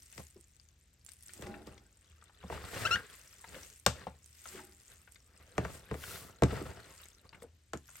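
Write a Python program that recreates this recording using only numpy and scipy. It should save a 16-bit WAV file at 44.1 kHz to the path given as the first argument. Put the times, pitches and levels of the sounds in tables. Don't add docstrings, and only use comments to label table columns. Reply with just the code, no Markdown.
import sys
import numpy as np
from scipy import signal
from scipy.fft import rfft, irfft
from scipy.io import wavfile
from scipy.ndimage import uniform_filter1d

SR = 44100
rng = np.random.default_rng(int(sys.argv[2]) if len(sys.argv) > 2 else 0)


def store_wav(level_fs):
    pcm = np.round(np.clip(np.atleast_2d(level_fs), -1, 1) * 32767)
    wavfile.write(sys.argv[1], SR, pcm.T.astype(np.int16))


N = 352800
TIME = np.arange(N) / SR


def undb(db):
    return 10 ** (np.asarray(db) / 20)


def unit(x):
    return x / np.sqrt(np.mean(x ** 2))


def peaked(x, db):
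    return x * undb(db) / np.abs(x).max()


def decay(t, t60):
    return np.exp(-np.log(1000) * t / t60)


def band(x, low_hz, high_hz, order=2):
    return signal.sosfilt(signal.butter(order, [low_hz, high_hz], "band", fs=SR, output="sos"), x)


def ring(x, response):
    return signal.fftconvolve(np.atleast_2d(x), np.atleast_2d(response), axes=1)[:, :x.shape[-1]]


def tint(x, colour, size=4096):
    hz, db = np.transpose(colour)
    bin_hz = np.arange(size // 2 + 1) * SR / size
    gain = undb(np.interp(np.log(bin_hz + 1), np.log(hz), db))
    cepstrum = irfft(np.log(gain))
    cepstrum[1:size // 2] *= 2
    cepstrum[size // 2 + 1:] = 0
    return ring(x, irfft(np.exp(rfft(cepstrum))))


def sides(pan_db):
    return undb(np.array([[pan_db], [-pan_db]]) / 2)


def widen(shared, opposed, width):
    return shared + width * opposed * np.array([[1], [-1]])


def add(out, start, x):
    i = max(int(start * SR), 0)
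    out[:, i:i + x.shape[-1]] += x[..., :N - i]


def slips(per_s, spread_db):
    size = undb(spread_db * np.minimum(rng.exponential(size=N), 4))
    return (rng.random(N) < per_s / SR) * size * rng.choice([-1, 1], N)


def surges(rate_hz, depth_db):
    drift = signal.sosfilt(signal.butter(2, rate_hz, fs=SR, output="sos"), rng.standard_normal(N))
    return unit(undb(depth_db * np.clip(unit(drift), -2, 2)))


def snap(hz, cycles, lag, size=160):
    turns = np.maximum(np.arange(size) - lag[:, None], 0) * hz[:, None] / SR
    return np.sin(2 * np.pi * turns) * np.exp(-turns / cycles[:, None])


def gesture(peak_s, swell_s, fade_s, roundness=1.244):
    away = np.maximum((peak_s - TIME) / swell_s, (TIME - peak_s) / fade_s)
    return np.exp(-np.minimum(away, 12) ** roundness)


# f/Hz, relative level/dB
AIR_COLOUR = [(15, -37), (25, -19.5), (53, 1.5), (80, 0.5), (190, -14), (754, -29), (962, -32), (1890, -26),
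              (3920, -29), (7510, -30), (9070, -37.5), (10100, -57), (11900, -53.5), (13600, -37.5),
              (16000, -70.5)]


def room_tone(air_db=-68, hum_hz=78.4, hum_db=-69.5):
    shared, opposed = rng.standard_normal((2, N))
    air = unit(tint(widen(shared, band(opposed, 270, 18000), 0.5), AIR_COLOUR))
    hum = unit(band(rng.standard_normal(N), hum_hz - 3, hum_hz + 3))
    return undb(air_db) * air + undb(hum_db) * hum


def crackle(count, low_hz, high_hz, spread_db, cycles, lag_samples):
    when, pitch, strength, place, length = rng.random((count, 5)).T
    hz = low_hz + (high_hz - low_hz) * pitch
    size = undb(spread_db * np.minimum(-np.log(strength), 3)) * np.sqrt(hz)
    ports = []
    for side in (1, -1):
        lag = 10 + side * lag_samples * (place - .5)
        pings = size[:, None] * snap(hz, cycles * (.5 + length), lag)
        index = (when * N).astype(int)[:, None] + np.arange(pings.shape[1])
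        ports.append(np.bincount(index.ravel(), pings.ravel(), N)[:N])
    return unit(np.array(ports))


# strongest at t/s, swell/s, fade/s, wet level/dB
PEELS = [(0.04, 0.17, 0.45, -62), (0.181, 0.049, 0.078, -55), (1.102, 0.033, 0.064, -61),
         (1.35, 0.14, 0.1, -56), (2.1, 0.98, 0.095, -73), (3.15, 0.075, 0.35, -59),
         (3.62, 0.18, 0.17, -54.5), (4.52, 0.16, 0.088, -52.5), (4.85, 0.86, 0.46, -64),
         (5.741, 0.057, 0.052, -52.5), (6.099, 0.11, 0.17, -61.5), (7.031, 0.18, 0.098, -59.5),
         (7.424, 0.0068, 0.0097, -55.5), (7.99, 0.12, 0.087, -57.5)]
# strongest at t/s, swell/s, fade/s, drag level/dB, rasp level/dB
PUSHES = [(0.199, 0.026, 0.02, -52, -66), (1.44, 0.044, 0.17, -54, -57.5), (1.68, 0.035, 0.094, -58, -61.5),
          (2.532, 0.044, 0.059, -43.5, -49.5), (2.82, 0.13, 0.078, -39.5, -40),
          (2.93, 0.13, 0.065, -46.5, -46.5), (3.1, 0.6, 0.21, -66.5, -57),
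          (3.581, 0.094, 0.068, -54.5, -55), (3.97, 0.036, 0.12, -56, -56.5),
          (4.573, 0.074, 0.073, -61.5, -51), (4.94, 0.076, 0.054, -68.5, -60),
          (5.479, 0.15, 0.36, -64, -62.5), (5.65, 0.059, 0.089, -45.5, -55),
          (6.121, 0.19, 0.13, -55, -51.5), (6.27, 0.086, 0.044, -51.5, -58.5),
          (6.528, 0.056, 0.16, -42.5, -49), (6.67, 0.019, 0.064, -46.5, -54),
          (6.859, 0.16, 0.23, -68.5, -59), (7.262, 0.028, 0.012, -59.5, -65.5),
          (7.35, 0.034, 0.092, -61, -68.5), (7.99, 0.086, .1, -88, -60.5)]


def efforts(crawl_wet_db=-80.5, crawl_rasp_db=-89.5, squeeze_db=-5.5):
    drag_power, rasp_power, wet_power = 0, undb(crawl_rasp_db) ** 2, undb(crawl_wet_db) ** 2
    for peak_s, swell_s, fade_s, drag_db, rasp_db in PUSHES:
        push = gesture(peak_s, swell_s, fade_s)
        drag_power += (undb(drag_db) * push) ** 2
        rasp_power += (undb(rasp_db) * push) ** 2
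    for peak_s, swell_s, fade_s, db in PEELS:
        wet_power += (undb(db) * gesture(peak_s, swell_s, fade_s)) ** 2
    wet_power += undb(squeeze_db) ** 2 * rasp_power
    return np.sqrt([drag_power, rasp_power, wet_power])


TRAY_PATHS = [(0.999, 0.059), (2.1, -0.016), (3.4, 0.27), (5.202, -0.32), (7.7, 0.33)]


def bending_wave(travel_ms, loss, extra_path=0.031, damped_s=0.01, size=16384):
    hz = np.arange(size // 2 + 1) * SR / size
    phase = 4 * np.pi * travel_ms * np.sqrt(hz / 1000)
    wave = sum(gain * np.exp(-(1j + loss) * path * phase) for path, gain in TRAY_PATHS)
    ports = np.exp(-1j * np.outer([0, extra_path], phase))
    chirp = irfft(ports * wave / (1 + 1j * hz / 600))
    return chirp * np.exp(-np.arange(size) / SR / damped_s)


# f/Hz, relative level/dB, t60/s
TRAY_MODES = [(74.5, 2.5, 0.35), (141.9, -3.5, 0.42), (252.2, -0.5, 0.33), (383, 1, 0.2), (463, -1.5, 0.18),
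              (533, -5.5, 0.063), (648, -2.5, 0.13), (845, 1.5, 0.17), (1133, -3, 0.061), (1450, -14, 0.1),
              (1750, -6.5, 0.09)]


def tray_modes(detune=0, size=16384):
    t = np.arange(size) / SR
    shifts = 1 + detune * rng.uniform(-1.1, 1, len(TRAY_MODES))
    return np.array([undb(db) * np.sin(2 * np.pi * hz * shift * t) * decay(t, t60)
                     for (hz, db, t60), shift in zip(TRAY_MODES, shifts)])


def hollow(hz, width_hz):
    pitch = hz * surges(13.1, 1.2)
    turn = np.exp(2j * np.pi * np.cumsum(pitch) / SR)
    pole = np.exp(-np.pi * width_hz / SR)
    ringing = signal.lfilter([1], [1, -pole], slips(400, 2.2) / turn) * turn
    return unit(band(ringing.real, hz / 2, hz * 2))


# f/Hz, relative level/dB
DRAG_COLOUR = [(35, -27.5), (60, 6), (85, 2), (140, -1.5), (280, -8.5), (400, -3.5), (650, -4), (900, -1.5),
               (1400, -27), (3000, -44.5)]
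GRIT_COLOUR = [(400, -23), (900, -2.5), (1300, 6.5), (2000, 4.5), (3200, -2), (5000, -4.5), (9000, -33.5),
               (16000, -79.5)]
FILM_COLOUR = [(800, -15), (2000, -3), (4000, -8.5), (6500, -6), (8700, -1), (10000, -14.5), (12000, -4.5),
               (14000, -20), (15500, -11.5)]


def handling(grit_db=-1, hollow_db=-7, fizz_db=-3, bubble_db=-8, tray_ring_db=-22, merge_db=-56):
    drag, rasp, wet = efforts()
    plate = peaked(bending_wave(travel_ms=2.028, loss=0.058), 0)
    plate += peaked(tray_modes().sum(0), tray_ring_db)
    stick_slip = widen(slips(900, 4.5), slips(800, 5.64), 0.26)
    rumble = unit(tint(ring(stick_slip, plate), DRAG_COLOUR))
    grit = unit(tint(widen(slips(3500, 3.1), slips(3100, 0.86), 0.41), GRIT_COLOUR))
    bubbles = crackle(count=700, low_hz=1063, high_hz=4580, spread_db=1, cycles=5.9, lag_samples=27)
    films = crackle(count=1800, low_hz=4820, high_hz=13380, spread_db=4, cycles=4.2, lag_samples=2.46)
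    films = unit(tint(films, FILM_COLOUR))
    dense_snaps = widen(slips(6000, 0.89), slips(5200, 0.44), 0.84)
    fizz = unit(tint(dense_snaps, FILM_COLOUR)) * surges(120, 1.2)
    loose = 1 / (1 + (wet + drag) / undb(merge_db))
    parting = np.sqrt(loose) * films + undb(fizz_db) * np.sqrt(2 * (1 - loose)) * fizz
    scrape = undb(grit_db) * np.sqrt(1 - loose) * grit + undb(bubble_db) * 2 * loose * bubbles
    hollows = undb(hollow_db) * np.sqrt(drag * rasp) * (hollow(481, 70) + hollow(1365, 160))
    lurch = surges(rate_hz=16.2, depth_db=3)
    return lurch * (drag * rumble + rasp * scrape + hollows) + wet * parting


# t/s, peak level/dB, centre f/Hz, half the spread of onsets/s
SQUELCHES = [(0.131, -48, 2200, 0.0013), (1.086, -49, 2410, 0.0042), (1.293, -43.5, 2440, 0.006),
             (1.423, -40, 2580, .009), (1.464, -43.5, 2620, 0.0041), (1.541, -39.5, 2300, .005),
             (1.667, -51, 2400, .008), (1.778, -48, 3660, 0.0036), (2.214, -54, 2760, .0015),
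             (2.295, -52.5, 1460, 0.0028), (2.427, -46.5, 1790, .008), (3.331, -50, 1900, .0015),
             (3.442, -42.5, 1980, 0.0034), (3.545, -38.5, 2000, .008), (4.456, -45, 1690, 0.00284),
             (4.589, -41.5, 1400, 0.0048), (5.158, -48, 2800, 0.0041), (6.037, -36, 1760, 0.0017),
             (7.329, -46, 2010, 0.0036), (7.346, -46.5, 2100, 0.0045), (7.421, -45, 2230, 0.0037),
             (7.955, -45.5, 2100, 0.0011)]


def squelches(count=11, spread_octaves=0.992, cycles=6.3, rise=0.12, froth_db=-16, lag_samples=3):
    out, t = np.zeros((2, N)), np.arange(SR // 16) / SR
    for start, db, centre_hz, half_s in SQUELCHES:
        when, pitch, place = rng.random((3, count, 1))
        span_s = 2 * half_s
        delay = span_s * when ** 2
        hz = centre_hz * 2 ** (spread_octaves * (2 * pitch - 1))
        ports = []
        for side in (1, -1):
            turns = np.maximum(t - delay - side * lag_samples * (place - .5) / SR, 0) * hz
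            phase = 2 * np.pi * turns * (1 + rise * np.tanh(turns / cycles / 2))
            bubbles = np.sin(phase) * np.exp(-turns / cycles - delay / span_s)
            ports.append(bubbles.sum(0))
        froth = band(widen(*rng.standard_normal((2, len(t))), .5), centre_hz / 2, centre_hz * 2)
        cluster = peaked(np.array(ports), 0) + peaked(froth * np.exp(-t / span_s), froth_db)
        add(out, start, peaked(cluster, db) * sides(pan_db=2))
    return out


# t/s, body level/dB, body f/Hz, thump/dB, knock/dB, smack/dB (these three re the body), smack pan/dB
LANDINGS = [(0.178, -45.5, 400, 3, 6, 10, 10.5), (1.39, -40.5, 313, -4.5, -13, -23, -8),
            (1.422, -39, 395, -11, -3, 5.5, 0), (1.468, -39.5, 673, -11, -1, 0, -2),
            (1.67, -43, 383, -6, -5, 2, -2), (2.437, -41.5, 650, 4, -6.5, -8, 0),
            (2.499, -30, 608, -25, -4, -27, -1), (3.8628, -16.5, 687, -10, 4.5, 7.5, 3.5),
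            (4.067, -32.5, 656, -6.5, -17, -17, 0), (5.5795, -19.5, 471, -6.5, 0, -7, 0.5),
            (5.649, -30.5, 601, -5, 1, -9, -2), (5.911, -31, 385, 0, 0, -13, 6),
            (5.941, -36.5, 470, -12, 2.5, -4.5, 8), (6.421, -12.5, 496.6, -5, -8.5, -16, 0),
            (6.434, -17.5, 365, -15, -1, -4.5, 3), (6.519, -32.5, 365, 0.5, -17, -15, 8),
            (6.611, -31.5, 310, -11, -17, -22.5, 3.5), (7.7329, -30, 488.6, -12, -2, 1.5, -3),
            (7.748, -34, 267, -12, -15, -20, -4)]
# f/Hz, relative level/dB
SMACK_COLOUR = [(1200, -17.5), (2700, -4), (3700, -4), (4800, -4.5), (6000, -3.5), (8500, -3.5),
                (10000, -21.5), (12500, -13), (16000, -35)]


def landings(low_trim_db=-1, high_trim_db=-2, rise_s=0.00045, smack_s=0.0017, splash_s=0.035):
    out, modes = np.zeros((2, N)), tray_modes()
    t = np.arange(SR // 8) / SR
    spray = (1 - np.exp(-t / rise_s)) * (np.exp(-t / smack_s) + undb(-26) * np.exp(-t / splash_s))
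    bass_ring = peaked(band(modes.sum(0), 48, 190), -6)
    for start, db, hz, thump_db, knock_db, smack_db, pan_db in LANDINGS:
        low_db, high_db = db + low_trim_db, db + high_trim_db
        travel_ms = 1.95 * (453.4 / hz) ** 0.865
        wave = peaked(bending_wave(travel_ms, loss=0.03), 0)
        shape = rng.uniform(0.67, 1, len(modes))
        age = np.arange(wave.shape[1]) / SR
        scatter = band(rng.standard_normal(len(age)), 150, 1700, order=1) * np.exp(-age / 0.019)
        plate = wave + peaked(shape @ tray_modes(detune=.05), -13) + peaked(scatter, -16)
        sway = peaked(band(wave, 111.8, 185.3, order=3), 0) + bass_ring
        thump = peaked(sway, low_db + thump_db)
        body = peaked(band(plate, hz / 1.505, hz * 1.62, order=3), low_db)
        knock = peaked(band(plate, 1010, 2700, order=3), high_db + knock_db)
        add(out, start, thump + body + knock * sides(pan_db / 2))
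        smack = tint(widen(*rng.standard_normal((2, len(t))), 0.45) * spray, SMACK_COLOUR)
        add(out, start + 0.00024, peaked(smack, high_db + smack_db) * sides(pan_db))
    return out


# t/s, peak level before the trim/dB, f/Hz
POPS = [(0.268, -44, 7050), (0.41, -44, 8140), (0.565, -54, 8000), (0.598, -48, 4800), (0.687, -50.5, 6560),
        (1.048, -44, 10700), (1.063, -38.5, 7340), (1.09, -36, 8200), (1.118, -44, 8700),
        (1.134, -42, 9800), (1.225, -42.5, 8700), (1.233, -41, 10700), (1.335, -33, 8700),
        (2.24, -45.5, 8100), (3.384, -47, 7100), (3.485, -45.5, 4500), (3.632, -36.5, 5800),
        (3.798, -42, 8750), (4.243, -47, 6640), (4.26, -42, 8830), (4.4887, -35, 7560), (5.016, -48, 8440),
        (5.121, -43.5, 8470), (5.146, -45, 8000), (7.034, -48, 3800), (7.085, -40, 7960),
        (7.2916, -45, 4640), (7.431, -42.5, 8100), (7.7732, -39, 7000), (7.956, -42, 7550)]


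def pops(trim_db=1, tear_db=-9, tear_s=0.000062, spray_db=-20, spray_s=0.0053):
    out, t = np.zeros((2, N)), np.arange(SR // 100) / SR
    envelope = undb(tear_db) * np.exp(-t / tear_s) + undb(spray_db) * np.exp(-t / spray_s)
    for start, db, hz in POPS:
        ping = snap(np.full(2, hz), cycles=np.full(2, 5.0), lag=np.array([0, 0.73]), size=len(t))
        tear = unit(band(widen(*rng.standard_normal((2, len(t))), 0.76), hz / 3, hz * 1.6)) * envelope
        pan_db = rng.normal(1, 8.5)
        add(out, start + 0.0007, peaked(ping + tear, db + trim_db) * sides(pan_db))
    return out


# t/s, peak level before the trim/dB, mid-glide f/Hz
PLOPS = [(0.359, -47, 356), (1.605, -44, 368), (2.223, -47.5, 1230), (2.524, -34, 883), (2.575, -35, 1200),
         (3.441, -43.5, 910), (3.541, -44, 506), (3.561, -38.5, 520), (3.863, -15.5, 1084),
         (4.068, -33.5, 842), (4.455, -37.5, 1360), (4.546, -43, 380), (5.075, -48.5, 1490),
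         (5.65, -32.5, 1350), (5.914, -30.5, 445), (5.944, -35.5, 460), (6.523, -29, 440),
         (7.328, -47.5, 930), (7.42, -41, 460), (7.437, -42, 467), (7.733, -31.5, 1347),
         (7.888, -49.5, 1420)]


def plops(trim_db=-1, cycles=2.65, sag=0.24, froth_db=-8, settle_db=-22, settle_s=0.019):
    out, t = np.zeros((2, N)), np.arange(SR // 8) / SR
    for start, db, hz in PLOPS:
        age = t * hz / cycles
        swell = age * np.exp(-age)
        pitch = hz * (1 + sag * (np.exp(-age / 3) - .5))
        tone = swell * np.sin(2 * np.pi * np.cumsum(pitch) / SR)
        froth = unit(band(rng.standard_normal(len(t)), hz * 0.34, hz * 1.41))
        settling = undb(settle_db) * (1 - np.exp(-age)) * np.exp(-t / settle_s)
        plop = tone + (undb(froth_db) * swell + settling) * froth
        add(out, start, peaked(plop, db + trim_db) * sides(pan_db=3.5))
    return out


# strongest at t/s, swell/s, fade/s, level/dB
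HANDFULS = [(1.49, 0.069, 0.15, -47.5), (4.579, 0.061, 0.1, -56)]
# f/Hz, relative level/dB
BOWL_MODES = [(220.7, -62), (301.5, -63), (366.1, -57), (613.7, -70), (662.1, -71.5), (807.5, -65)]


def bowl(t60=0.17):
    t = np.arange(SR // 3) / SR
    modes = sum(undb(db) * np.sin(2 * np.pi * hz * t) for hz, db in BOWL_MODES) * decay(t, t60)
    patter = unit(ring(widen(slips(330, 3), slips(300, 3), 0.16), modes))
    return patter * sum(undb(db) * gesture(*timing) for *timing, db in HANDFULS)


# t/s, slip rate f/Hz, level/dB
SQUEAKS = [
    [(2.8495, 1450, -42), (2.853, 1350, -27), (2.858, 1290, -27), (2.865, 1460, -31), (2.877, 1640, -32),
     (2.881, 2000, -44)],
    [(2.908, 1370, -45), (2.912, 1330, -26), (2.917, 1325, -26), (2.924, 1395, -29), (2.931, 1410, -26),
     (2.943, 1410, -25), (2.955, 1490, -36), (2.96, 1700, -24), (2.965, 2100, -40)],
]
SQUEAK_HARMONICS = [0, -4.5, -14, -14, -20, -26]


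def squeaks(jitter=.008, lag_s=.00005, rub_db=-26, ring_hz=1420, ring_t60=0.18, ring_db=-14):
    out = np.zeros((2, N))
    for curve in SQUEAKS:
        times, hz, db = np.transpose(curve)
        t = np.arange(times[0], times[-1], 1 / SR)
        rate = np.interp(t, times, hz)
        waver = 1 + jitter * unit(uniform_filter1d(rng.standard_normal(len(t)), size=40))
        phase = 2 * np.pi * np.cumsum(rate * waver) / SR
        phase = phase - 2 * np.pi * np.outer([0, lag_s], rate)
        first, *overtones = (undb(h) * np.sin(k * phase) for k, h in enumerate(SQUEAK_HARMONICS, 1))
        grip = np.interp(rate, [1500, 1720], [1, .15])
        hiss = unit(band(rng.standard_normal(len(t)), 1200, 3700, order=1))
        wet_rub = undb(rub_db) * hiss * (1 + np.sin(phase))
        tone = first + (grip * sum(overtones) + wet_rub) * sides(pan_db=4)
        add(out, times[0], undb(np.interp(t, times, db)) * tone)
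    out *= surges(rate_hz=350, depth_db=0.8)
    t = np.arange(SR // 4) / SR
    close_modes = band(rng.standard_normal(len(t)), ring_hz / 0.914, ring_hz * 1.14, order=1)
    ringing = ring(out, close_modes * decay(t, ring_t60))
    return out + peaked(ringing, ring_db) * np.abs(out).max()


def wipe(peak_s=6.12, spread_s=0.125, db=-49.5):
    fizz = unit(band(widen(slips(3000, 2.5), slips(3000, 2.5), 0.38), 3100, 15800, order=3))
    return undb(db) * np.exp(-((TIME - peak_s) / spread_s) ** 2) * fizz


def reflections(x, near_db=-14, near_s=0.0099, far_db=-18, t60=0.16):
    t = np.arange(SR // 2) / SR
    noise = rng.standard_normal((6, len(t)))
    near = band(widen(*noise[:2], 1.0), 1100, 11000) * np.exp(-t / near_s) * (t > .001)
    low = band(widen(*noise[2:4], 0.33), 160, 3300)
    high = undb(-4.5) * band(noise[4:], 3300, 13000)
    far = (low + high) * decay(t, t60) * (t > .007)
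    near *= undb(near_db) / np.linalg.norm(near[0])
    far *= undb(far_db) / np.linalg.norm(far[0])
    return ring(x, near + far)


def scene(squeak_room_db=-5):
    worms = landings() + plops() + squelches() + pops() + handling() + bowl() + wipe()
    finger = squeaks()
    return worms + finger + reflections(worms + undb(squeak_room_db) * finger) + room_tone()


# f/Hz, left minus right level/dB
PORT_BALANCE = [(100, 0.8), (500, -2), (1200, 2), (2500, 5), (5000, 4), (8000, 1.5), (14000, -1.5)]


def record(dry, top_hz=16200):
    left = tint(dry[0], [(hz, db / 2) for hz, db in PORT_BALANCE])
    right = tint(dry[1], [(hz, -db / 2) for hz, db in PORT_BALANCE])
    low_pass = signal.ellip(8, .2, 70, top_hz, fs=SR, output="sos")
    return signal.sosfilt(low_pass, np.vstack([left, right]))


dry = scene()
out = record(dry)
store_wav(out)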